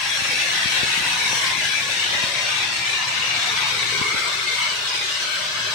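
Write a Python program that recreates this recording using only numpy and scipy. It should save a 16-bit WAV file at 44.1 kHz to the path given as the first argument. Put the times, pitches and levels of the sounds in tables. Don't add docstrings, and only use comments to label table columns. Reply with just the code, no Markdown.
import sys
import numpy as np
from scipy import signal
from scipy.fft import rfft, irfft
from scipy.io import wavfile
from scipy.ndimage import uniform_filter1d

SR = 44100
rng = np.random.default_rng(int(sys.argv[2]) if len(sys.argv) > 2 else 0)


def transcribe(u):
    v = np.clip(np.atleast_2d(u).T, -1, 1)
    q = np.round(v * 32767).astype(np.int16)
    wavfile.write(sys.argv[1], SR, q)


N = 253134
TIME = np.arange(N) / SR
FREQS = np.maximum(np.arange(N // 2 + 1) * SR / N, 1)

# time in seconds, level in dB before trim.
RATTLE_RIDE = [(0.0, -26), (0.75, -22.5), (1.26, -24), (1.34, -24.5), (1.42, -24), (1.57, -25), (1.76, -25),
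               (1.87, -26), (2.03, -24.5), (2.17, -24), (2.29, -26.5), (2.39, -24.5), (2.76, -26.5),
               (3.6, -24.5), (4.12, -25.5), (4.41, -27), (4.68, -26.5), (4.76, -27.5), (5.74, -28)]
SIZZLE_RIDE = [(0.0, -35.5), (0.4, -33), (1.28, -32.5), (1.39, -30.5), (1.5, -33.5), (4.89, -34),
               (5.74, -34.5)]
CLUMPS_PER_S = 12


def seed_stream(sizzle_hz=4900, radiate_hz=160, rattle_trim_db=2.0, sizzle_trim_db=1.5):
    clumps = drift(CLUMPS_PER_S)
    rattle_db = in_time(RATTLE_RIDE) + 0.35 * clumps + rattle_trim_db
    sizzle_db = in_time(SIZZLE_RIDE) + 0.65 * clumps + sizzle_trim_db
    grains = shaped(rattle(), 1 / (1 + (radiate_hz / FREQS) ** 2))
    sizzle = shaped(grains, 1 / (1 + (sizzle_hz / FREQS) ** 16))
    return from_db(rattle_db) * rms_one(grains - sizzle) + from_db(sizzle_db) * rms_one(sizzle)


# frequency in Hz, EQ gain in dB.
LOW_EQ = [(250, -13.5), (380, -18), (500, -13.5), (650, -10), (1000, -6), (1300, -9), (1700, -1.5),
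          (2350, 0.5), (3050, -2), (3750, -1.5), (4850, -6.5), (5650, -1), (6900, -9), (8200, -8.5),
          (10500, -15.5), (12500, -25.5), (15500, -26)]
MIDDLE_EQ = [(250, -18.5), (400, -15), (600, -12.5), (1000, -0.5), (1300, -6), (1750, 0.5), (2350, 2),
             (3050, -0.5), (3700, 1), (4700, -3.5), (5500, 0), (6900, -7.5), (8200, -9.5), (10500, -23),
             (12500, -27.5), (15500, -28.5)]
UPPER_EQ = [(250, -13.5), (400, -5.5), (700, -12.5), (950, 1), (1400, 2.5), (1850, -4), (2250, 6.5),
            (2750, -1.5), (3300, 2.5), (4100, -0.5), (4700, 0), (5400, 2), (6900, -6.5), (8200, -5.5),
            (10500, -21.5), (12500, -25), (15500, -25)]
TOP_EQ = [(250, -11), (400, -6.5), (650, -8), (1000, 3), (1500, 0.5), (1850, 2.5), (2300, 3.5), (2900, 5),
          (3550, 5.5), (3900, 5), (4300, 4), (5700, 1.5), (6900, -5.5), (8200, -5.5), (10500, -20),
          (12500, -21), (15500, -26)]
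# time in seconds, height (0 low, 1 middle, 2 upper, 3 top).
MIC_CLIMB = [(0.0, 0.02), (1.6, 0.25), (2.4, 0.59), (3.3, 1.05), (4.2, 2.1), (4.65, 2.35), (4.85, 2.84),
             (5.74, 2.6)]
# frequency in Hz, correlation of the two ports.
RATTLE_LIKENESS = [(300, 0.67), (700, 0.44), (1200, 0.021), (2000, 0.034), (5000, 0.12), (15000, 0.052)]
# frequency in Hz, left over right in dB.
RATTLE_PAN = [(300, 4.5), (620, -2), (1100, 2.5), (1700, 1.5), (2300, 4), (3800, 4), (5200, 0), (7500, 6.5),
              (10500, 0), (15000, 3)]


def rattle():
    hits = impacts(per_s=9000, spread_db=2.3)
    left, right = wandering_ring(hits, ring_share=0.66, ring_t60=0.027, shifts_per_s=6)
    alike = at_freqs(RATTLE_LIKENESS)
    mid = rfft(left + right) * np.sqrt(1 + alike)
    side = rfft(left - right) * np.sqrt(1 - alike)
    ports = np.array([mid + side, mid - side]) * panned(at_freqs(RATTLE_PAN))
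    height = in_time(MIC_CLIMB)
    out = np.zeros((2, N))
    for eq_height, eq in enumerate([LOW_EQ, MIDDLE_EQ, UPPER_EQ, TOP_EQ]):
        crossfade = np.maximum(1 - abs(height - eq_height), 0)
        out += crossfade * rms_one(irfft(ports * from_db(at_freqs(eq)), N))
    return out


def impacts(per_s, spread_db):
    ports = []
    for _ in range(2):
        landed = rng.random(N) < per_s / SR
        sizes = from_db(spread_db * np.minimum(rng.exponential(1, N), 4))
        ports.append(rms_one(landed * sizes * rng.choice([-1, 1], N)))
    return np.array(ports)


def wandering_ring(hits, ring_share, ring_t60, shifts_per_s, groups=10):
    weights = np.array([drift(shifts_per_s) for _ in range(groups)])
    weights /= np.linalg.norm(weights, axis=0)
    ringing = sum(weight * signal.oaconvolve(hits, sheet_ring(ring_t60)[None], axes=1)[:, :N]
                  for weight in weights)
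    return np.sqrt(1 - ring_share) * hits + np.sqrt(ring_share) * ringing


def sheet_ring(ring_t60, build_s=0.0012):
    t = TIME[:SR // 8]
    attack = 1 - np.exp(-t / build_s)
    modes = rng.standard_normal(len(t)) * attack * from_db(-60 * t / ring_t60)
    return modes / np.linalg.norm(modes)


# pitch in Hz, bandwidth in Hz, close-up level in dB,
# left over right in dB, microphone height where it is loudest, reach in steps of height.
SHEET_NOTES = [(352, 51, -51.5, 3, 0.076, 1), (410, 105, -40.5, 5, 1.94, 0.13),
               (610, 120, -43.5, 1, 2.6, 0.19), (936, 150, -43.5, 9, 1.3, 0.45),
               (1260, 140, -43, 4, 1.16, 0.42), (1537, 170, -36, 4.5, 2.55, 0.26),
               (1693, 136, -39.5, 10.5, 0.05, 0.78), (2820, 280, -30.5, 6, 1.065, 0.084),
               (3800, 82, -65, 9, 0.1, 0.18), (4104, 190, -36, 8, 2.22, 0.25),
               (5420, 110, -41, 2, 0.42, 0.94)]


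def singing_sheets(swell_db=1.0, swells_per_s=2):
    height = in_time(MIC_CLIMB)
    drives = [impacts(per_s=6000, spread_db=1.5) for _ in range(2)]
    out = np.zeros((2, N))
    for k, (hz, width_hz, level_db, lead_db, home, reach) in enumerate(SHEET_NOTES):
        nearness = np.exp(-.5 * ((height - home) / reach) ** 2)
        swell = rms_one(from_db(swell_db * drift(swells_per_s)))
        ring = resonance(drives[k % 2], hz, width_hz)
        out += from_db(level_db) * nearness * swell * panned(lead_db) * ring
    return out


def resonance(drive, hz, width_hz, crosstalk=0.13):
    carrier = np.exp(2j * np.pi * np.cumsum(hz * np.ones(drive.shape[1])) / SR)
    pole = np.exp(-np.pi * width_hz / SR)
    envelope = signal.lfilter([1], [1, -2 * pole, pole ** 2], drive / carrier)
    ring = (carrier * envelope).real
    return rms_one(ring + crosstalk * ring[::-1])


# start in seconds, length in seconds, level in dB,
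# first pitch in Hz, last pitch in Hz, bandwidth in Hz, left over right in dB.
SURGE_CUES = [(0.0, 0.22, -36.5, 1630, 1580, 150, 7), (0.09, 0.085, -28, 3400, 3280, 130, 6),
              (0.03, 0.41, -35.5, 5580, 5470, 170, 1), (0.2, 0.28, -30.5, 2640, 2720, 170, 0),
              (0.72, 0.11, -31, 2700, 2720, 150, 4), (0.9, 0.075, -30, 2570, 2500, 150, 11),
              (1.017, 0.15, -27.5, 2720, 2490, 220, 4), (1.04, 0.37, -35, 945, 986, 130, 3),
              (1.19, 0.099, -27, 2300, 2230, 150, 2), (1.195, 0.23, -35, 5430, 5630, 170, 1),
              (1.343, 0.16, -33, 3020, 2930, 130, 4), (1.394, 0.25, -30.5, 2160, 2040, 150, 6),
              (1.404, 0.17, -32.5, 1090, 1015, 130, -2), (1.61, 0.15, -31.5, 1670, 1600, 150, 7),
              (1.615, 0.078, -30.5, 2970, 2940, 130, 9), (1.697, 0.14, -28, 2300, 2360, 150, 7),
              (1.9, 0.51, -36, 3630, 3760, 170, 11), (1.975, 0.17, -29, 2900, 3130, 220, 3),
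              (2.098, 0.42, -40, 578, 623, 110, 1), (2.126, 0.11, -36, 1950, 1940, 130, 11),
              (2.28, 0.18, -36, 2100, 2070, 130, 12), (2.41, 0.14, -30.5, 2770, 2780, 110, 4),
              (2.457, 0.19, -31.5, 2370, 2265, 95, 5), (2.507, 0.22, -33, 3560, 3490, 130, 6),
              (2.81, 0.18, -29, 2350, 2380, 95, 5), (2.94, 0.1, -30, 2790, 2840, 85, -1),
              (2.98, 0.16, -35, 1000, 985, 130, -3), (3.267, 0.56, -34.5, 2350, 2180, 260, 9),
              (3.593, 0.37, -38.5, 3740, 3760, 150, 13), (3.798, 0.18, -33, 2180, 2180, 240, 11),
              (4.013, 0.25, -29.5, 2150, 2160, 185, 5.5), (4.102, 0.18, -33.5, 1330, 1335, 130, 2),
              (4.24, 0.21, -36.5, 2140, 2060, 130, 8), (4.37, 0.19, -41, 3300, 3130, 120, -3),
              (4.462, 0.24, -27.5, 2100, 2210, 120, 4), (4.575, 0.18, -30, 3030, 2960, 65, 2),
              (4.73, 0.11, -33.5, 2850, 2840, 80, 0), (4.88, 0.14, -32, 4950, 5000, 170, -2),
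              (4.9, 0.08, -33, 2860, 2880, 70, 0), (4.943, 0.15, -37, 2410, 2440, 130, 3),
              (5.07, 0.1, -36, 5050, 5100, 130, -1), (5.08, 0.14, -35.5, 2850, 2830, 70, 3),
              (5.215, 0.25, -34, 3030, 3070, 110, 4), (5.55, 0.2, -34, 2910, 3180, 150, 2),
              (5.564, 0.13, -37.5, 5020, 5000, 120, -2), (5.492, 0.22, -38, 1560, 1680, 140, 7),
              (4.875, 0.25, -38.5, 3660, 3470, 100, 2), (4.894, 0.057, -35, 1010, 1010, 90, 4),
              (5.2, 0.2, -34, 4240, 4220, 120, 3), (5.273, 0.11, -33.5, 1520, 1540, 120, 6)]


def surges(fade_s=0.03, leveller_s=0.05):
    drive = impacts(per_s=6000, spread_db=1.5)
    out = np.zeros((2, N))
    for start, length, level_db, first_hz, last_hz, width_hz, lead_db in SURGE_CUES:
        end = start + length
        swell = np.clip(np.minimum(TIME - start, end - TIME) / fade_s + .5, 0, 1)
        on = swell > 0
        hz = np.interp(TIME[on], [start, end], [first_hz, last_hz])
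        ring = resonance(drive[:, on], hz, width_hz)
        running_rms = np.sqrt(uniform_filter1d(ring ** 2, int(leveller_s * SR), axis=1) + 1e-9)
        out[:, on] += swell[on] * from_db(level_db) * panned(lead_db) * ring / running_rms
    return out


# time in seconds, level in dB.
TICK_RIDE = [(0.0, -47), (0.4, -51), (1.4, -42), (1.9, -53), (2.5, -64), (3.6, -46), (4.3, -47),
             (5.74, -52)]


def ticks(tick_hz=9300, bandwidth_hz=5000, burst_db=2.5):
    hits = impacts(per_s=1500, spread_db=3.0)
    bright = shaped(hits, 1 / (1 + (2 * (FREQS - tick_hz) / bandwidth_hz) ** 2))
    bursts = from_db(burst_db * drift(CLUMPS_PER_S))
    return from_db(in_time(TICK_RIDE)) * rms_one(bright * bursts) * panned(2.2)


# time in seconds, level in dB before bass cut and pan,
# contact width in seconds (wider is duller).
KNOCK_CUES = [(0.221, -24, 0.00094), (0.293, -25, 0.00097), (0.658, -17.5, 0.00088), (0.833, -15.5, 0.0007),
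              (0.977, -22, 0.0006), (1.01, -22.5, 0.00095), (1.331, -15, 0.00019), (1.58, -24, 0.00079),
              (2.151, -24.5, 0.00068), (2.239, -18.5, 0.00071), (4.014, -14.5, 0.00064),
              (4.146, -19.5, 0.00057)]


def knocks(bass_cut_hz=92):
    pushes = sum(from_db(db) * np.exp(-np.minimum(((TIME - s) / contact_s) ** 2 / 2, 20))
                 for s, db, contact_s in KNOCK_CUES)
    swing = signal.sosfilt(signal.butter(3, bass_cut_hz, "high", fs=SR, output="sos"), pushes)
    return swing * from_db([[3.5], [-22]])


# time in seconds, level in dB.
RUMBLE_RIDE = [(0.0, -51), (1.18, -45), (1.95, -47.5), (2.24, -46), (2.48, -48.5), (3.72, -43.5),
               (5.16, -55.5), (5.74, -45.5)]
# frequency in Hz, EQ gain in dB.
RUMBLE_EQ = [(20, -28), (50, -37), (75, -4), (115, 7), (160, 3), (220, -2.5), (320, -8), (450, -16),
             (900, -31)]
# pitch in Hz, level in dB that the tone wavers around.
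MOTOR_TONES = [(76, -58), (113, -55.5), (143, -58)]


def workshop(likeness=0.7):
    mid, side = shaped(rng.standard_normal((2, N)), from_db(at_freqs(RUMBLE_EQ)))
    noise = rms_one(np.sqrt(1 + likeness) * mid + np.sqrt(1 - likeness) * side * [[1], [-1]])
    rumble = from_db(in_time(RUMBLE_RIDE) + 1.35 * drift(15)) * noise
    hum = np.zeros(N)
    for hz, db in MOTOR_TONES:
        gain = from_db(db + 1.5 * drift(1.1))
        hum += gain * np.sin(2 * np.pi * hz * TIME + 1.7 * drift(1.7))
    return (rumble + hum) * panned(2.2)


def from_db(db):
    return 10 ** (np.asarray(db) / 20)


def rms_one(x):
    return x / np.sqrt(np.mean(x ** 2) + 1e-20)


def in_time(points):
    seconds, value = np.transpose(points)
    return np.interp(TIME, seconds, value)


def at_freqs(points):
    hz, value = np.transpose(points)
    return np.interp(np.log(FREQS), np.log(hz), value)


def shaped(x, gain):
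    return irfft(rfft(x) * gain, N)


def panned(lead_db):
    return from_db(np.array([[.5], [-.5]]) * lead_db)


def drift(rate):
    return rms_one(shaped(rng.standard_normal(N), 1 / (1 + (FREQS / rate) ** 2)))


def scene():
    return seed_stream() + singing_sheets() + surges() + knocks() + workshop() + ticks()


def record(dry):
    cutoff_hz = 15800
    return shaped(dry, 1 / np.sqrt(1 + (FREQS / cutoff_hz) ** 300))


dry = scene()
out = record(dry)
transcribe(out)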